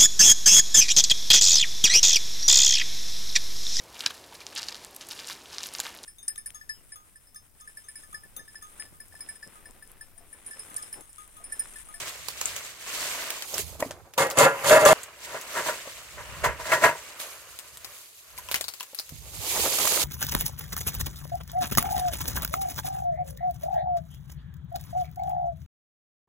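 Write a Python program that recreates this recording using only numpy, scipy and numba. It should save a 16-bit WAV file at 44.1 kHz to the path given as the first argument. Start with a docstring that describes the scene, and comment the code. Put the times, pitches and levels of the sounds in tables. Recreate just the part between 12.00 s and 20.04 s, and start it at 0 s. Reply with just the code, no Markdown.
"""A hand broom pushes dry leaves and twigs over gravel, outdoors, close to a two-port microphone.
Leaves crackle and gravel crunches as a rain of tiny ringing grains. A sheet-metal dustpan scrapes over
stones, which ring its sheet and the hollow under it; an edit cuts it off, then it is heard further off.
Twigs snap and drop, boots scuff, the load is tipped out close by; light wind rumbles on both ports."""
import sys
import numpy as np
from scipy import signal
from scipy.fft import rfft, irfft
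from scipy.io import wavfile
from scipy.ndimage import uniform_filter1d
from numba import njit

SR = 44100
rng = np.random.default_rng(int(sys.argv[2]) if len(sys.argv) > 2 else 0)


def to_wav(s):
    """Save 16-bit WAV."""
    ch = np.atleast_2d(s).T  # columns
    pcm = np.round(np.clip(ch, -1, 1) * 32767)  # PCM
    wavfile.write(sys.argv[1], SR, pcm.astype(np.int16))


N = 354563
LN_1000 = np.log(1000)  # a 60 dB decay, in nepers
CUT_S = 2.931  # an edit cuts off the close scrape and its ring; after it the pan is heard further off
FILLING_S, LIFTED_S = (CUT_S, 5.17), (5.9, 7.1)  # the pan is filled, then lifted


def undb(db):
    """dB to gain."""
    return 10 ** (np.asarray(db) / 20)


def unit(x):
    """Scaled to rms 1."""
    return x / np.sqrt(np.mean(x ** 2))


def between(start_s, end_s):
    """True inside the span."""
    return (np.arange(N) >= start_s * SR) & (np.arange(N) < end_s * SR)


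def curves(table):
    """The columns after a table's time column, interpolated sample by sample."""
    times, *columns = np.array(sorted(table)).T
    return np.array([np.interp(np.arange(N) / SR, times, column) for column in columns])


def colour(x, spectrum, taps=4096):
    """Causal filter with the given (Hz, dB) shape, from the cepstrum of the log gain; output rms 1."""
    hz, db = np.transpose(spectrum)
    bins_hz = np.maximum(np.arange(taps // 2 + 1) * SR / taps, 1)
    cepstrum = irfft(np.interp(np.log(bins_hz), np.log(hz), db) * np.log(10) / 20)
    cepstrum[1:taps // 2] *= 2
    cepstrum[taps // 2 + 1:] = 0
    impulse = irfft(np.exp(rfft(cepstrum)))
    return unit(signal.fftconvolve(x, impulse[None], axes=1)[:, :N])


def sides(left_over_right_db):
    """Gains at the left and right ports."""
    return undb(np.array([left_over_right_db, -left_over_right_db]) / 2)


def flicker(hz):
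    """Random values, hz a second, joined by ramps; spread near 1."""
    hold = int(SR / hz)
    steps = np.repeat(rng.standard_normal(N // hold + 1), hold)
    return 1.2 * uniform_filter1d(steps, hold)[:N]


@njit
def pings(start, lag, hz, fade, size):
    """Each grain is a short fading sine that reaches the left port lag samples after the right."""
    out = np.zeros((2, N + 2048))
    for k in range(len(start)):
        pole = np.exp(2j * np.pi * hz[k] / SR - fade)
        wave = size[k] * np.exp(1j * hz[k])
        for i in range(min(int(6 / fade), 1900)):
            out[0, start[k] + 40 + lag[k] + i] += wave.imag
            out[1, start[k] + 40 + i] += wave.imag
            wave *= pole
    return out[:, 40:N + 40]


def grains(per_s, band_hz, t60, scatter_db, lag, spread):
    """A random rain of grains, few large and many small, from many directions (lag +- spread samples)."""
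    when, pitch, rarity, direction = rng.random((int(per_s * N / SR), 4)).T
    lags = (lag + spread * (2 * direction - 1)).astype(np.int64)
    hz = band_hz[0] + (band_hz[1] - band_hz[0]) * pitch
    size = undb(-scatter_db * np.log(1 - rarity))
    return unit(pings((when * N).astype(np.int64), lags, hz, LN_1000 / (t60 * SR), size))


# Leaves on the gravel as they are swept, trodden and tipped out:
# (time [s], crackle level [dB], crunch re crackle [dB])
LEAF_LEVELS = [(0, -37.5, -3), (.25, -45.5, -9), (.45, -36.5, -10.5), (.6, -38, -8.5), (.78, -45.5, -9),
               (.9, -36.5, -6.5), (1.02, -32, -8), (1.3, -37, -4), (1.47, -42, -11.5), (1.6, -31, -9),
               (1.635, -43.5, -11), (1.74, -47, -7.5), (1.79, -53.5, -5), (1.803, -36, 4),
               (1.82, -53, 16.5), (1.87, -47, 0), (1.96, -62, 7.5), (2.16, -64.5, 1), (2.6, -41.5, 2.5),
               (2.95, -42.5, 0), (3.06, -49.5, 1), (3.15, -54.5, 0.5), (3.25, -42, -11.5), (3.46, -44, -2),
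               (3.68, -34.5, -8), (3.8, -45.5, -0.5), (4.1, -47, -6.5), (4.3, -46, 1.5), (4.55, -49, 3),
               (4.75, -38.5, -17), (5.19, -49, 1), (5.2, -37, -5), (5.4, -48.5, -3), (5.75, -50, -7.5),
               (5.92, -47, -5), (6.16, -51.5, -18.5), (6.3, -52, -6), (6.46, -49.5, -3), (6.54, -46.5, -4),
               (6.7, -51.5, -12), (7.2, -49.5, -16.5), (7.4, -38.5, -12.5), (7.5, -27.5, -14.5),
               (7.6, -24.5, -11.5), (7.7, -27, -11), (7.87, -23.5, -11), (8.04, -26.5, -12)]
# Spectra at the microphone: (frequency [Hz], relative level [dB])
NEAR_CRACKLE = [(1290, -21), (2200, -6.5), (5150, -5.5), (5780, -9), (6380, -2.5), (7340, -5), (9790, -7),
                (11800, -4.5), (14800, -9), (15800, -15)]  # leaves close by
FAR_CRACKLE = [(1290, -11), (2200, -4.5), (2370, -6), (5820, -10), (6320, -7.5), (8700, -8.5), (9630, -15),
               (11900, -11.5), (15800, -18)]  # leaves and grit a few metres off
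NEAR_CRUNCH = [(59, -16), (100, -8), (187, -5), (355, 5), (596, 5.5), (1090, 3), (1610, -4.5), (2600, -11),
               (3380, -50)]  # gravel and twigs close by
FAR_SWISH = [(88, -47), (150, -18.5), (404, -4.5), (621, 1), (847, -6.5), (1000, 1.5), (2600, -3.5),
             (3380, -0.5), (5720, -120)]  # broom a few metres off


def dry_leaves():
    """Brittle leaves crackle high; twigs and gravel crunch lower, in longer grains."""
    crunch_near = between(1.45, 2.177) | between(7.1, 8.04)  # boots, then the pour, close by
    leaves_far = between(0, 1.45) | between(*FILLING_S)
    level_db, crunch_db = curves(LEAF_LEVELS)
    crackle = grains(14000, (1500, 17000), t60=.004, scatter_db=1.2, lag=-2, spread=12)
    crackle *= undb(1.5 * flicker(hz=30))
    crackle = np.where(leaves_far, colour(crackle, FAR_CRACKLE), colour(crackle, NEAR_CRACKLE))
    crackle *= sides(np.where(crunch_near, -4, -.8))
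    crunch = grains(5000, (60.61, 3000), t60=.021, scatter_db=1.4, lag=-2, spread=8)
    crunch *= undb(np.where(crunch_near, 3.5, 1) * flicker(hz=45))
    crunch = np.where(crunch_near, colour(crunch, NEAR_CRUNCH), colour(crunch, FAR_SWISH))
    return undb(level_db) * (crackle + undb(crunch_db) * crunch)


# Open air all around the microphone: (frequency [Hz], relative level [dB])
HUSH_SPECTRUM = [(59, -20), (100, 1.5), (214, -16.5), (441, -3), (1350, -6.5), (2400, -14), (15800, -55)]


def outdoor_hush():
    """A faint steady noise, different at each port."""
    return colour(rng.standard_normal((2, N)), HUSH_SPECTRUM) * undb(-66.5)


# Wind right on the microphone: (time [s], level [dB])
GUSTS = [(0, -56.5), (1.45, -69), (1.6, -47.5), (1.9, -50.5), (2.12, -63), (2.9, -65), (3.02, -66),
         (4.05, -64), (4.2, -49.5), (4.5, -41), (4.85, -64), (4.97, -67), (5.9, -65.5), (6.1, -80),
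         (6.55, -52.5), (6.95, -92), (7.15, -49.5), (8.04, -53)]
# Its rumble in the ports: (frequency [Hz], relative level [dB])
RUMBLE_SPECTRUM = [(25, -33.5), (41, -8.5), (64, 1), (161, -9.5), (218, -23.5), (300, -23), (390, -31),
                   (660, -120)]


def wind():
    """Gusts buffet each port, with a little in common; the right is more exposed until the wind veers."""
    noise = rng.standard_normal((3, N))
    rumble = colour(noise[:2] + .5 * noise[2], RUMBLE_SPECTRUM)
    buffet = undb(3.5 * np.array([flicker(hz=14), flicker(hz=14)]))
    exposure = sides(np.where(between(*LIFTED_S), 3, -6))  # veers left for a while, then back
    return rumble * buffet * undb(curves(GUSTS)) * exposure


# Twigs and pebbles on either side of the microphone:
# (time [s], peak level [dB], pitch [Hz], left minus right [dB], broad crack re pitched crack [dB])
TWIG_SNAPS = [(0.2845, -14.5, 5000, -6.5, -3), (0.413, -11, 6700, -1.5, -2),
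              (0.4566, -9.5, 7750, 2.5, -17.5), (0.5636, -18, 6850, -1.5, -2), (1.3037, -13.5, 3100, -2, 7),
              (1.4227, -15, 2830, 3, 4), (1.542, -15.5, 5700, -8, -10), (1.5802, -14.5, 8200, -1, 1),
              (1.592, -15, 8150, -4, -7), (1.8045, -19.5, 7060, 3, 3), (1.825, -22.5, 2120, 3.5, -24),
              (1.9096, -22.5, 1660, -1, -5), (2.137, -30, 2190, -2.5, 16), (2.269, -23, 2300, -2, -5),
              (2.3017, -15, 7150, -1.5, -5), (2.311, -15.5, 2540, -0.5, 18), (2.3872, 2, 7700, 1.5, -18),
              (2.852, -5, 7250, 5, -13), (3.033, -22, 7800, 0, -11), (3.413, -22, 6700, 0, -3),
              (5.201, -25, 3600, 2, -5), (5.589, -20.5, 8010, 4.5, 5), (5.772, -26.5, 8160, 0, -1),
              (5.846, -19.5, 5170, 4.5, 0), (6.378, -25.5, 2200, 4, -4), (6.3855, -20.5, 12200, 1, -20),
              (6.4872, -24.5, 2800, 5, -13), (6.514, -12, 4330, -2, 7), (6.5216, -18, 5000, 0, 6),
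              (6.543, -6, 2200, 5.5, -9), (6.558, -12, 2840, 2, -3), (6.576, -27, 2160, 1, -7),
              (6.6105, -11.5, 7650, 3.5, 1), (6.6417, -18, 4400, 4.5, -14), (6.6822, -15.5, 4550, 7, -10),
              (6.7375, -24.5, 4530, 7.5, 4), (6.7996, -28, 4700, 7, -12), (6.8067, -20, 3060, 2, -8),
              (6.8295, -21.5, 7330, 5, 4), (6.947, -21, 11400, 6.5, -11), (6.9879, -19.5, 5000, 11, -19),
              (6.997, -17.5, 4470, -6.5, -8), (7.093, -24.5, 12500, 5, 0.5), (7.786, -11, 2500, -4.5, 4),
              (7.96, -12, 3800, -4.5, 2), (7.854, -13, 11900, -16, -5), (7.875, -8, 6510, -4.5, 10)]


def twig_snaps():
    """A sharp crack with a favoured pitch, two small rebounds and a short scatter of grit."""
    out, t = np.zeros((2, N + 4096)), np.arange(4096) / SR
    crack = undb(-60 * t / .0044)
    scatter = undb(-12 - 60 * t / .12)
    for at, db, hz, side_db, broad_db in TWIG_SNAPS:
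        noise = rng.standard_normal((3, 4096))
        shared = np.array([np.roll(noise[2], int(-1.5 * side_db)), noise[2]])  # nearer port first
        burst = .66 * noise[:2] + shared
        rebounds_s = .0012 + .006 * rng.random(2)
        cracks = crack + undb(-8) * sum(np.roll(crack, int(delay * SR)) for delay in rebounds_s)
        wide = signal.butter(1, [max(700, .13 * hz), min(4 * hz, 15500)], "band", fs=SR, output="sos")
        narrow = signal.butter(2, [.84 * hz, 1.15 * hz], "band", fs=SR, output="sos")
        broad = signal.sosfilt(wide, burst * (cracks + scatter))
        pitched = signal.sosfilt(narrow, burst * (cracks + undb(-8) * scatter))
        snap = undb(broad_db) * broad + pitched
        start = int(at * SR)
        out[:, start:start + 4096] += undb(db) * snap / np.abs(snap).max() * sides(side_db)[:, None]
    return out[:, :N]


# Boot soles and dull knocks on the ground: (time [s], peak level [dB], pitch [Hz])
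BOOT_THUMPS = [(0.285, -32, 1020), (0.414, -34, 1010), (1.538, -28.5, 560), (1.593, -30, 414),
               (1.727, -42, 540), (1.752, -40, 590), (1.797, -38, 264), (1.825, -14.5, 607),
               (1.848, -28, 630), (1.861, -30.5, 268), (1.908, -29, 594), (3.661, -25, 980),
               (3.687, -18, 980), (3.874, -32.5, 547), (6.608, -31.5, 656), (6.836, -43, 1000),
               (6.932, -42, 544), (7.122, -35.5, 152), (7.594, -26.5, 473), (7.664, -42, 570),
               (7.853, -21, 1030), (7.872, -17.5, 1180), (7.974, -21, 1320)]


def boot_thumps():
    """A soft blow: a few cycles that swell in a moment and die fast, alike on both ports."""
    out, t = np.zeros(N + 4096), np.arange(4096) / SR
    for at, db, hz in BOOT_THUMPS:
        envelope = (1 - np.exp(-t / .00071)) * np.exp(-t * hz / 2.1)
        phase = 2 * np.pi * hz * t
        thump = envelope * (np.sin(phase) + .43 * np.sin(1.54 * phase) + .22 * np.sin(.555 * phase))
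        start = int(at * SR)
        out[start:start + 4096] += undb(db) * thump / np.abs(thump).max()
    return out[:N]


# The dustpan rim bites the gravel, first close by, then further off:
# (time of full contact [s], swell before it [s], hold [s], knock level [dB], grit re knocks [dB])
RIM_SCRAPES = [(2.179, 0.0029, 0.015, -21.5, 0.5), (2.201, 0.019, 0.028, -20, -9.5),
               (2.373, 0.0044, 0.016, -20.5, -6), (2.401, 0.035, 0.051, -13.5, -7),
               (2.645, 0.01, 0.06, -25.5, -4.5), (2.706, 0.064, 0.065, -16.5, -5),
               (2.796, 0.013, 0.092, -22.5, -10.5), (2.859, 0.004, 0.11, -14.5, -3.5),
               (3.36, 0.15, 0.0043, -35.5, -21), (3.571, 0.055, 0.022, -26.5, -10),
               (3.669, 0.042, 0.028, -29.5, -1), (4.185, .02, 0.0089, -41, -11),
               (4.444, 0.012, 0.024, -22, -10.5), (4.6, 0.029, 0.013, -39.5, -5),
               (4.664, 0.044, 0.0094, -36, -3), (4.697, 0.017, 0.014, -29, -8),
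               (4.719, 0.0063, 0.021, -20, -7), (4.843, 0.037, 0.017, -15.5, -8)]


def rim_contact():
    """Gains of knocks and grit: each scrape swells, holds and lets go; loose stones rattle on."""
    release_db_per_s, thinning_db_per_s = 341.5, 80
    t, knock_gain, grit_gain = np.arange(N) / SR, 0, 0
    for at, swell_s, hold_s, db, grit_db in RIM_SCRAPES:
        rattle_db_per_s = 61.5 if at < CUT_S else 142
        released_s = np.maximum(t - at - hold_s, 0)
        tail = undb(-release_db_per_s * released_s) + undb(-16 - rattle_db_per_s * released_s)
        envelope = tail * undb(db + 21 * np.minimum(t - at, 0) / swell_s)
        envelope *= (t < CUT_S) | (at > CUT_S)  # close scrapes end at the cut
        grit_share = undb(grit_db - thinning_db_per_s * np.maximum(t - at, 0))
        knock_gain = np.hypot(knock_gain, envelope)
        grit_gain = np.hypot(grit_gain, envelope * grit_share)
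    return knock_gain, grit_gain


@njit
def resonate(drive, poles, gains, moving_pole, moving_gain):
    """A bank of steady modes and one whose pitch moves."""
    out = np.zeros(len(drive))
    for k in range(len(poles)):
        wave = 0j
        for i in range(len(drive)):
            wave = drive[i] + wave * poles[k]
            out[i] += gains[k] * wave.imag
    wave = 0j
    for i in range(len(drive)):
        wave = drive[i] + wave * moving_pole[i]
        out[i] += moving_gain * wave.imag
    return out


LOAD_DAMPING = 1.5  # leaves in the pan shorten the sheet's ring by this factor
# Modes of the pan's metal sheet: (frequency [Hz], relative level [dB], nominal t60 [s])
SHEET_MODES = [(152.2, 4.5, 0.16), (464.5, -0.5, 0.15), (826, -0.5, 0.1), (962, -1.5, 0.31),
               (1017, -0.5, 0.083), (1191, -3.5, 0.1), (1400, 2, 0.14), (1534, -0.5, 0.14), (1670, 0, 0.2),
               (1778, 0, 0.088), (1897, -2, 0.26), (2050, -4, 0.08), (2150, 1.5, 0.072), (2688, -1.5, 0.12)]
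# The hollow under the pan as it tilts and is lifted off the ground: (time [s], pitch [Hz])
HOLLOW_PITCH = [(2.18, 573), (2.22, 544), (2.3, 526), (2.38, 650), (2.45, 543), (2.65, 567), (2.73, 631),
                (2.81, 643), (2.87, 601), (2.93, 650), (3.0, 628), (4.44, 643), (4.73, 644), (4.77, 563),
                (4.84, 675), (5.3, 650), (6.3, 995)]


def pan_ring(knocks, near):
    """Knocks ring the sheet and the hollow; both die sooner after the cut, with the pan loaded."""
    hz, mode_db, t60 = np.transpose(SHEET_MODES)
    empty = np.exp(2j * np.pi * hz / SR - LN_1000 / (np.minimum(t60, .22) * SR))
    loaded = empty * np.abs(empty) ** (LOAD_DAMPING - 1)
    gains = undb(mode_db) * np.sqrt(1 - np.abs(empty))
    fade = LN_1000 / (.06 * SR)  # the empty hollow rings for 0.06 s
    hollow = np.exp(2j * np.pi * curves(HOLLOW_PITCH)[0] / SR - fade)
    hollow_gain = undb(4.5) * np.sqrt(fade)
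    ring = np.zeros((2, N))
    for port, drive in enumerate(knocks):
        ring[port, near] = resonate(drive[near], empty, gains, hollow[near], hollow_gain)
        ring[port, ~near] = resonate(drive[~near], loaded, gains, hollow[~near] / np.exp(fade), hollow_gain)
    return unit(ring) * np.sqrt(np.mean(knocks ** 2))


# Spectra of the scrape at the microphone: (frequency [Hz], relative level [dB])
NEAR_THUD = [(59, -49.5), (100, -29.5), (398, -22), (615, -7), (760, -16), (908, -16), (1220, -12),
             (1490, -20), (2190, -17.5), (3000, -21), (3900, -53)]  # pan close by
FAR_CLANK = [(59, -52), (100, -22), (271, -19), (654, -4), (787, -15), (989, -1), (1240, -7.5),
             (1900, -4.5), (2290, -10), (3000, -15.5), (3900, -48.5)]  # pan further off
NEAR_GRIT = [(1410, -17), (2400, -14), (3530, -6.5), (4010, -13), (4400, -8.5), (5670, -14.5), (7010, -5),
             (7590, -9.5), (11500, -12.5), (14300, -16.5), (15800, -27)]  # grit under the rim, close by


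def dustpan_scrapes():
    """The rim sticks and slips over stones: dense knocks set the pan ringing, grit hisses under it."""
    near = between(0, CUT_S)
    knock_gain, grit_gain = rim_contact()
    knocks = grains(3000, (49.88, 3500), t60=.0071, scatter_db=1.58, lag=4.5, spread=6)
    knocks *= undb(1.5 * flicker(hz=70))
    # After the cut the ports swap: the sound arrives from the other side.
    knocks = knock_gain * np.where(near, colour(knocks, NEAR_THUD), colour(knocks[::-1], FAR_CLANK))
    grit = grains(14000, (1500, 17000), t60=.003, scatter_db=.62, lag=5, spread=9)
    grit *= undb(1.7 * flicker(hz=50))
    grit = grit_gain * np.where(near, colour(grit, NEAR_GRIT), colour(grit[::-1], FAR_CRACKLE))
    grit *= sides(np.where(near, -2.2, -.6))
    ring = undb(np.where(near, -1.5, -3)) * pan_ring(knocks, near)
    return ring + undb(np.where(near, -5.5, -3.5)) * knocks + grit


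# Twigs and stones strike the pan, close by, then further off:
# (time [s], peak level [dB], sheet re hollow [dB])
PAN_BLOWS = [(2.709, -6.5, -15.5), (2.727, -5.5, -13.5), (2.747, -7, -13), (2.761, -7.5, -10.5),
             (2.776, -11, -17), (2.804, -18.5, -20.5), (2.853, -8, -5.5), (3.348, -26, -16), (3.57, -26, 3),
             (4.437, -20, -10), (4.446, -24, 16), (4.719, -12.5, -4), (4.734, -13.5, -19.5),
             (4.836, -7, -8), (4.845, -13, -7.5), (6.386, -36, -14), (6.487, -35, -22), (6.806, -36, -29)]


def dustpan_blows():
    """Each blow lands on another spot: the hollow booms briefly, the sheet's modes ring on in a new mix."""
    out, t = np.zeros((2, N + 16384)), np.arange(16384) / SR
    hz, mode_db, t60 = np.transpose(SHEET_MODES)[:, :, None]
    for at, db, sheet_db in PAN_BLOWS:
        near = at < CUT_S
        strength, detune = rng.standard_normal((2, len(SHEET_MODES), 1))
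        modes = np.sin(2 * np.pi * hz * (1 + .01 * detune) * t)
        modes *= undb(sheet_db + mode_db + 3 * strength - 60 * LOAD_DAMPING * t / t60)
        modes *= np.minimum(hz / 900, 1) ** 2  # a short blow hardly moves the bass modes
        hollow_hz = np.interp(at, *np.transpose(HOLLOW_PITCH))
        boom = np.sin(2 * np.pi * hollow_hz * t) * undb(-60 * t / .065)
        blow = (modes.sum(axis=0) + boom) * (1 - np.exp(-t / .00071))
        blow *= undb(db) / np.abs(blow).max()
        if near:
            blow *= at + t < CUT_S  # its ring ends at the cut
        right = int(at * SR)
        left = right + (4 if near else -4)
        out[0, left:left + 16384] += blow
        out[1, right:right + 16384] += blow
    return out[:, :N]


def scene():
    """All sources at the microphone; work on the ground is shaded, duller at the left port."""
    hush = outdoor_hush()
    work = dry_leaves() + dustpan_scrapes()
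    shaded = signal.sosfilt(signal.butter(2, 12700, fs=SR, output="sos"), work[0])
    work[0] = np.where(between(*LIFTED_S), work[0], shaded)
    return work + hush + twig_snaps() + boot_thumps() + wind() + dustpan_blows()


def record(dry):
    """Peaks are rounded off and the top is cut steeply at 15850 Hz."""
    rounded = np.tanh(1.185 * dry) / 1.061
    return signal.sosfilt(signal.ellip(10, .2, 80, 15850, fs=SR, output="sos"), rounded)


dry = scene()
out = record(dry)
to_wav(out)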